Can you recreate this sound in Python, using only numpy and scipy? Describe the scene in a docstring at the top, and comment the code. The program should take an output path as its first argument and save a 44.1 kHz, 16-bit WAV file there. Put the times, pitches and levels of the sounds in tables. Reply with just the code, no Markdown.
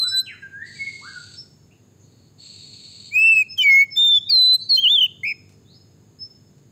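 """A caged magpie-robin sings

In a hard-walled room come soft sliding notes, two long hissing rasps, then loud whistles from
both sides of the bird's voice box (the syrinx), ending in a warble and a short trill.
Another bird peeps further off. A faint motor-like hum wavers underneath and dips
whenever a limiter, an automatic volume control, holds down the loud notes."""
import sys
import numpy as np
from scipy import signal
from scipy.fft import rfft, irfft, next_fast_len
from scipy.io import wavfile
from scipy.ndimage import uniform_filter1d

SR = 44100
rng = np.random.default_rng(int(sys.argv[2]) if len(sys.argv) > 2 else 0)


def materialize(psi):
    """Save the field psi as 16-bit PCM at rate SR to the path in sys.argv[1].

    A 1-D psi becomes a single channel; in a 2-D psi each row is a channel.
    """
    bounded = np.clip(np.atleast_2d(psi).T, -1, 1)
    quanta = np.round(bounded * 32767).astype(np.int16)
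    wavfile.write(sys.argv[1], SR, quanta)


N = 295911
TIME = np.arange(N) / SR

# whistles: side of the voice box (0 low, 1 high), t/s, length/s, first f/Hz, last f/Hz,
# mid-note bend/Hz, opening scoop/Hz, closing flick/Hz, fade-in/s, level/dB, beak's overtone lift/dB
WHISTLES = [(1, -.012, .236, 4000, 4025, -55, 200, 220, .01, -17.5, 8),
            (0, 3.106, .33, 2535, 2550, 130, -400, -450, .085, -10, 1),
            (1, 3.569, .072, 2960, 2950, -35, 400, -150, .03, -13.5, 2),
            (0, 3.597, .252, 2325, 2225, -115, 190, -150, .085, -11, 1),
            (1, 3.953, .242, 3690, 3470, 28, -200, -300, .055, -5, 8),
            (1, 4.287, .282, 4025, 4050, -42, 1040, 40, .04, -6, 4),
            (0, 4.29, .018, 2450, 2420, 0, 0, 0, .008, -27, 0),
            (1, 4.685, .09, 4060, 4160, -30, 660, -100, .044, -7, 5),
            (0, 5.232, .104, 2370, 2280, 180, -300, -50, .004, -23, -7)]
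# the warble's chain of pitch swings: t/s, lowest f/Hz, swing height/Hz, level/dB
WARBLE = [(4.742, 3120, 110, -43), (4.782, 3040, 320, -11), (4.866, 2790, 690, -10), (4.988, 3040, 290, -4),
          (5.017, 2880, 230, -11), (5.04, 2830, 330, -12)]
WARBLE_END_S = 5.064


def gain_of(db):
    """Turns decibels into a number to multiply by."""
    return 10 ** (np.asarray(db) / 20)


def unit_level(x):
    """Scales a signal to an average (rms) size of 1."""
    return x / np.sqrt(np.mean(x ** 2) + 1e-20)


def value_at(points, hz):
    """Reads between rows of f/Hz, value."""
    f, value = np.transpose(points)
    return np.interp(np.log(hz + 1), np.log(f), value)


def noise(colour):
    """Noise of size 1, shaped by rows of f/Hz, level/dB."""
    shape = gain_of(value_at(colour, np.fft.rfftfreq(N, 1 / SR)))
    return unit_level(irfft(rfft(rng.standard_normal(N)) * shape, N))


def wander(rate_hz):
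    """A smooth random wobble of size 1, mostly slower than the given rate."""
    size = next_fast_len(N)
    slow = np.exp(-(np.fft.rfftfreq(size, 1 / SR) / rate_hz) ** 2)
    return unit_level(irfft(rfft(rng.standard_normal(size)) * slow, size)[:N])


def envelope(rows):
    """Loudness over time, with rounded ends, from rows that start with t/s and end with level/dB."""
    rows = np.array(rows)
    inside = (TIME >= rows[0, 0]) & (TIME <= rows[-1, 0])
    gain = np.zeros(N)
    gain[inside] = gain_of(np.interp(TIME[inside], rows[:, 0], rows[:, -1]))
    return uniform_filter1d(uniform_filter1d(gain, size=100), size=70)


def breath(start, length, attack, db, release_s=.024):
    """One breath fades in, holds and fades out: rows of t/s, level/dB."""
    t = np.linspace(0, length, num=120)
    rise, fall = np.clip(t / attack, 0, 1), np.clip((length - t) / release_s, 0, 1)
    gain = np.sin(np.pi / 2 * rise) ** 2 * np.sin(np.pi / 2 * fall) ** 2
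    return np.column_stack([start + t, db + 20 * np.log10(gain + 1e-4)])


def background(base_hz=49.65, air_db=-53.8):
    """A wavering motor-like hum over the room's low rumble and faint hiss."""
    # the hum's tones: multiple of the base pitch, level/dB
    tones = [(2, -6), (3, -9), (4, -14.5), (5, -14), (6, -20), (7, -17.5), (8, -16), (9, -17.5)]
    # the hum's slow drift: t/s, level/dB
    drift = [(0, -56), (.8, -49.5), (1.7, -53), (2.7, -53), (3.7, -56), (4.4, -55), (5.2, -49),
             (6.7, -53.5)]
    # the colour of the room's air: f/Hz, level/dB
    air = [(15, -57.5), (25, -26), (64, -21), (84, -8.5), (110, -2), (399, -20), (1020, -32.5),
           (2630, -38.5), (3440, -35), (3930, -37.5), (5140, -35.5), (5580, -56), (6550, -26), (9050, -51),
           (15500, -45)]
    phase = 2 * np.pi * np.cumsum(base_hz * (1 + .006 * wander(2.7))) / SR
    hum = sum(gain_of(db + 1.3 * wander(3)) * np.cos(round(k) * phase + .5 * wander(5.3))
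              for k, db in tones)
    return gain_of(np.interp(TIME, *np.transpose(drift))) * hum + gain_of(air_db) * noise(air)


def ticks():
    """Tiny clicks as hard notes start and as the bird shifts on its perch."""
    # clicks: t/s, level/dB
    clicks = [(.262, -51), (3.576, -40.5), (3.96, -46.5), (4.297, -43), (4.693, -45.5), (5.492, -53.5),
              (5.522, -57.5), (6.58, -62)]
    scratch = noise([(1000, -4.5), (3000, 1.5), (8000, -.5), (10000, -14.5), (14000, -13)])
    return scratch * sum(envelope([(start, db), (start + .015, db - 22)]) for start, db in clicks)


def peeps(fade_db=19):
    """The other bird's short thin notes; a fast pitch wobble makes some of them buzz."""
    # peeps: t/s, length/s, first f/Hz, last f/Hz, wobble/Hz, peak level/dB
    notes = [(0.071, 0.082, 5300, 5240, 12, -29.5), (1.361, 0.077, 5380, 5290, 100, -33.5),
             (1.973, 0.12, 6550, 6550, 310, -59), (3.244, 0.077, 5310, 5220, 17, -37.5),
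             (3.485, 0.067, 5150, 5267, 19, -31.5), (3.505, 0.052, 6400, 6400, 180, -55),
             (3.695, 0.068, 5266, 5144, 17, -35.5), (3.904, 0.071, 5305, 5200, 15.5, -30.5),
             (4.105, 0.1, 5280, 5380, 21, -40), (4.325, 0.058, 5400, 5305, 30, -35),
             (4.614, 0.058, 6300, 6350, 110, -55), (5.255, 0.08, 5110, 5175, 15, -32),
             (6.188, 0.088, 5150, 5320, 15, -30.5)]
    buzz, out = wander(300), np.zeros(N)
    for start, length, first_hz, last_hz, buzz_hz, db in notes:
        hz = np.interp(TIME, [start, start + length], [first_hz, last_hz]) + buzz_hz * buzz
        swell = zip(np.linspace(start, start + length, 4), [db - fade_db, db, db - 1, db - fade_db])
        out += np.sqrt(2) * envelope(list(swell)) * np.cos(2 * np.pi * np.cumsum(hz) / SR)
    return out


def slurs(harshness=.045, fade_db=15):
    """Soft notes that slide along a curve; the faster the slide, the less steady the tone."""
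    # slides: t/s, length/s, first f/Hz, middle f/Hz, last f/Hz, peak level/dB, place of the peak (0-1)
    notes = [(.005, .085, 1060, 1410, 1490, -41, .5), (.11, .055, 1545, 1565, 1570, -32, .45),
             (.255, .09, 3350, 2200, 1350, -35, .2), (.421, .055, 1630, 1595, 1570, -34, .25),
             (.505, .095, 1590, 1610, 1690, -34, .6), (.575, .115, 1660, 1870, 2060, -35, .4),
             (.6, .055, 3400, 3600, 3970, -59, .8), (.753, .04, 2330, 2260, 2180, -45, .3),
             (.79, .047, 2180, 2190, 2150, -25, .6), (.859, .052, 2226, 2160, 2125, -25.5, .33),
             (1.012, .11, 880, 1520, 1590, -38.5, .6), (1.1, .11, 1600, 1480, 1390, -38, .6),
             (1.708, .035, 2370, 2750, 2950, -58, .15), (3.32, .055, 3630, 4150, 4770, -50, .7),
             (4.195, .115, 3380, 3610, 3730, -33, .7), (4.585, .048, 4080, 4270, 4600, -35, .6),
             (5.65, .11, 3450, 4000, 5120, -53, .75), (5.745, .07, 5100, 5130, 5130, -49, .4)]
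    wobble, out = wander(470), np.zeros(N)
    from_peak = np.linspace(-1, 1, num=21)
    for start, length, first_hz, middle_hz, last_hz, db, peak in notes:
        progress = np.clip((TIME - start) / length, 0, 1)
        curve_hz = (2 * middle_hz - first_hz - last_hz) * 2 * progress * (1 - progress)
        hz = first_hz + (last_hz - first_hz) * progress + curve_hz
        speed = np.minimum(np.abs(np.gradient(hz)) * SR / 20000, 1)
        phase = 2 * np.pi * np.cumsum(hz * (1 + (.0018 + harshness * speed) * wobble)) / SR
        times = start + length * np.interp(from_peak, [-1, 0, 1], [0, np.clip(peak, 0, 1), 1])
        swell = np.column_stack([times, db - fade_db * from_peak ** 2])
        out += np.sqrt(2) * envelope(swell) * np.cos(phase)
    return out


def rasp(breaths, colour, rattle_db=2.5, bounce_s=.0036, bounce_gain=.2):
    """Air forced through a tight throat: a rattling hiss, plus its quick bounce off a near wall."""
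    hiss = noise(colour) * gain_of(rattle_db * wander(130))
    bounce = bounce_gain * np.roll(hiss, round(bounce_s * SR))
    return sum(envelope(breath(*row)) for row in breaths) * unit_level(hiss + bounce)


def rasps():
    """Two hissing rasps, the second slightly lower and louder."""
    # breaths: t/s, length/s, fade-in/s, level/dB
    first_rasp = [(.635, .75, .04, -49)]
    second_rasp = [(1.98, .33, .12, -68), (2.368, .745, .055, -46.8)]
    # their colours: f/Hz, level/dB
    first_colour = [(1500, -33), (2400, -21.5), (3100, -14), (3800, -6.5), (4200, -6), (4600, 4),
                    (5000, -21), (5900, -22), (6300, -12.5), (7200, -16), (7650, -7.5), (8450, -19),
                    (8800, -30.5), (10500, -56)]
    second_colour = [(1700, -41.5), (2400, -23), (3300, -20.5), (3800, -8), (4050, -14), (4320, 0.5),
                     (4720, -11), (5050, -30), (5900, -33), (6400, -23), (7300, -19), (7580, -13.5),
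                     (8400, -25.5), (9000, -55)]
    return rasp(first_rasp, first_colour) + rasp(second_rasp, second_colour)


def whistle_note(start, length, first_hz, last_hz, bend_hz, scoop_hz, flick_hz, attack, db):
    """A whistle scoops into a curved slide and flicks as it stops: rows of t/s, f/Hz, level/dB."""
    scoop_s, flick_s = .032, .007
    times, level = breath(start, length, attack, db).T
    t = times - start
    slide = first_hz + (last_hz - first_hz) * t / length + bend_hz * np.sin(np.pi * t / length) ** 2
    hz = slide + scoop_hz * np.exp(-t / scoop_s) + flick_hz * np.exp((t - length) / flick_s)
    return np.column_stack([times, hz, level])


def whistle_notes(side):
    """The whistles sung by one side of the voice box."""
    return [whistle_note(*row[1:-1]) for row in WHISTLES if round(row[0]) == side]


def warble_note(end_hz=2680, end_db=-20):
    """The pitch arches from each low point to the next without a break: rows of t/s, f/Hz, level/dB."""
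    starts, low_hz, height_hz, db = np.transpose(WARBLE + [(WARBLE_END_S, end_hz, 0, end_db)])
    times = np.linspace(starts[0], starts[-1], num=300)
    swing = np.interp(times, starts, np.arange(len(starts)))
    hz = np.interp(times, starts, low_hz) + height_hz[swing.astype(int)] * np.sin(np.pi * (swing % 1))
    return np.column_stack([times, hz, np.interp(times, starts, db)])


def syrinx(notes, bend_hz=0, pitch_wobble=.0036, shimmer_db=.9):
    """One vibrating side of the voice box: its slightly unsteady pitch, phase and strength."""
    # moments when a held note sinks briefly: t/s, half width/s, level change/dB
    dips = [(.011, .007, -7), (.057, .011, -8), (.11, .035, -6), (3.133, .022, -8), (3.2, .04, -5),
            (3.35, .012, -9), (3.4, .035, -5), (3.835, .02, -3), (4.317, .008, -12), (4.815, .018, -7)]
    times, pitch, _ = np.concatenate(sorted(notes, key=lambda note: note[0, 0])).T
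    hz = uniform_filter1d(np.interp(TIME, times, pitch), size=200) + bend_hz
    phase = 2 * np.pi * np.cumsum(hz * (1 + pitch_wobble * wander(210))) / SR
    dip_db = sum(db * np.exp(-((TIME - centre) / width) ** 2) for centre, width, db in dips)
    strength = np.sqrt(2) * sum(envelope(note) for note in notes)
    return hz, phase, strength * gain_of(dip_db + shimmer_db * wander(60))


def beak_lift_db(warble_db=2):
    """The beak moves from one note's opening to the next; wider means stronger overtones."""
    poses = [(start + length / 2, row[-1]) for _, start, length, *row in WHISTLES]
    poses.append(((WARBLE[0][0] + WARBLE_END_S) / 2, warble_db))
    return np.interp(TIME, *np.transpose(sorted(poses)))


def whistle(hz, phase, strength, drift_db=6.5):
    """A nearly pure tone. Its weak overtones swell less than it does and come out as the beak opens."""
    # overtone strength, by the frequency it lands on: f/Hz, level/dB
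    colour = [(4300, -37), (5200, -33), (5800, -42), (6500, -37), (7400, -33), (8150, -33), (8800, -54.5),
              (9700, -52.5), (10900, -65.5), (12000, -40.5), (13200, -52), (14400, -42), (15300, -34.5)]
    overtones = sum(gain_of(value_at(colour, k * hz) + drift_db * wander(25))
                    * (k * hz < SR / 2) * np.cos(k * phase) for k in range(2, 8))
    weight = strength * np.sqrt(.3 / (np.abs(strength) + .015)) * gain_of(beak_lift_db())
    return strength * np.cos(phase) + weight * overtones


def song(trill_start_s=5.251, trill_hz=103, trill_depth_hz=160, trill_depth_db=1.8, pull=2.6):
    """The loud whistles. When both sides sing at once, the low pulls on the high and sounds harsh."""
    trill = np.sin(2 * np.pi * trill_hz * (TIME - trill_start_s)) * (TIME > trill_start_s)
    low_hz, low_phase, low = syrinx(whistle_notes(side=0) + [warble_note()], trill_depth_hz * trill)
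    high_hz, high_phase, high = syrinx(whistle_notes(side=1))
    low = low * gain_of(trill_depth_db * trill)
    high_phase = high_phase + pull * low * np.sin(high_phase - low_phase)
    # the two tones mix into their sum and difference, and the air between them turns rough
    mixed = gain_of(-2) * np.cos(high_phase + low_phase) + gain_of(-20) * np.cos(high_phase - low_phase)
    rush = noise([(500, -7.5), (3500, -2.5), (8000, -4.5), (10500, -22.5), (12500, -11), (15000, -14)])
    clash = low * high * (mixed + gain_of(-20) * rush)
    breathiness = gain_of(-60) * (low + high) * rush
    return whistle(low_hz, low_phase, low) + whistle(high_hz, high_phase, high) + clash + breathiness


def room(x, echoes_per_s=3000, first_echo_s=.004):
    """Crowded echoes off near walls, each frequency dying away at its own speed."""
    # how long the room rings: f/Hz, time/s to fade by 60 dB
    ring_times = [(500, 0.46), (1500, 0.57), (3000, 0.49), (5300, 0.56), (8000, 0.64), (14000, 0.083)]
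    echoes = rng.choice([-1., 1.], SR) * (rng.random(SR) < echoes_per_s / SR)
    echoes *= np.arange(SR) > first_echo_s * SR
    hz, t, bands = signal.stft(echoes, SR, nperseg=256)
    early_boost = 1 + 1.2 * np.exp(-t / .021)
    fade = gain_of(-60 * t / value_at(ring_times, hz)[:, None])
    tail = signal.istft(bands * early_boost * fade, SR, nperseg=256)[1]
    return signal.fftconvolve(x, tail / np.linalg.norm(tail))[:N]


def limiter(x, threshold_db=-18.6, ratio=5, recover_db_per_s=330, treble_bias=.7):
    """Turns everything down during loud notes, reacting most to high ones; hum and echoes dip too."""
    sensed = signal.lfilter([1, -treble_bias], [1], x)
    power_db = 10 * np.log10(np.abs(uniform_filter1d(sensed ** 2, size=200)) + 1e-12)
    recovery = TIME * recover_db_per_s
    held_db = np.maximum.accumulate(power_db + recovery) - recovery  # jumps up, sinks back steadily
    over_db = np.maximum(held_db - threshold_db, 0)
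    return x * gain_of(-(1 - 1 / ratio) * uniform_filter1d(over_db, size=200))


def scene():
    """The loud song is close and clear; the soft sounds carry more of the room's echo."""
    loud, soft, other_bird = song(), slurs(), peeps()
    noises = rasps() + ticks()
    direct = loud + gain_of(-3) * soft + gain_of(-2.5) * other_bird + gain_of(.8) * noises
    echo = room(gain_of(-24) * loud + gain_of(-4) * soft
                + gain_of(-12.5) * other_bird + gain_of(-2.5) * noises)
    return (direct + echo + background())[None]


def record(dry, top_hz=15650):
    """Holds down the loud notes, weakens three narrow bands and cuts off the highest treble."""
    # narrow bands that sound quieter, so notes sliding through them fade: f/Hz, half width/Hz, level/dB
    notches = [(3255, 70, -11), (3600, 70, -2), (3945, 22, -5)]
    hz = np.fft.rfftfreq(2 * N, 1 / SR)
    colour = gain_of(sum(db / (1 + ((hz - centre) / width) ** 2) for centre, width, db in notches))
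    heard = irfft(rfft(limiter(dry[0]), 2 * N) * colour)[:N]
    treble_cut = signal.firwin(511, top_hz, window=("kaiser", 9), fs=SR)
    return signal.oaconvolve(heard, treble_cut, "same")[None]


dry = scene()
out = record(dry)
materialize(out)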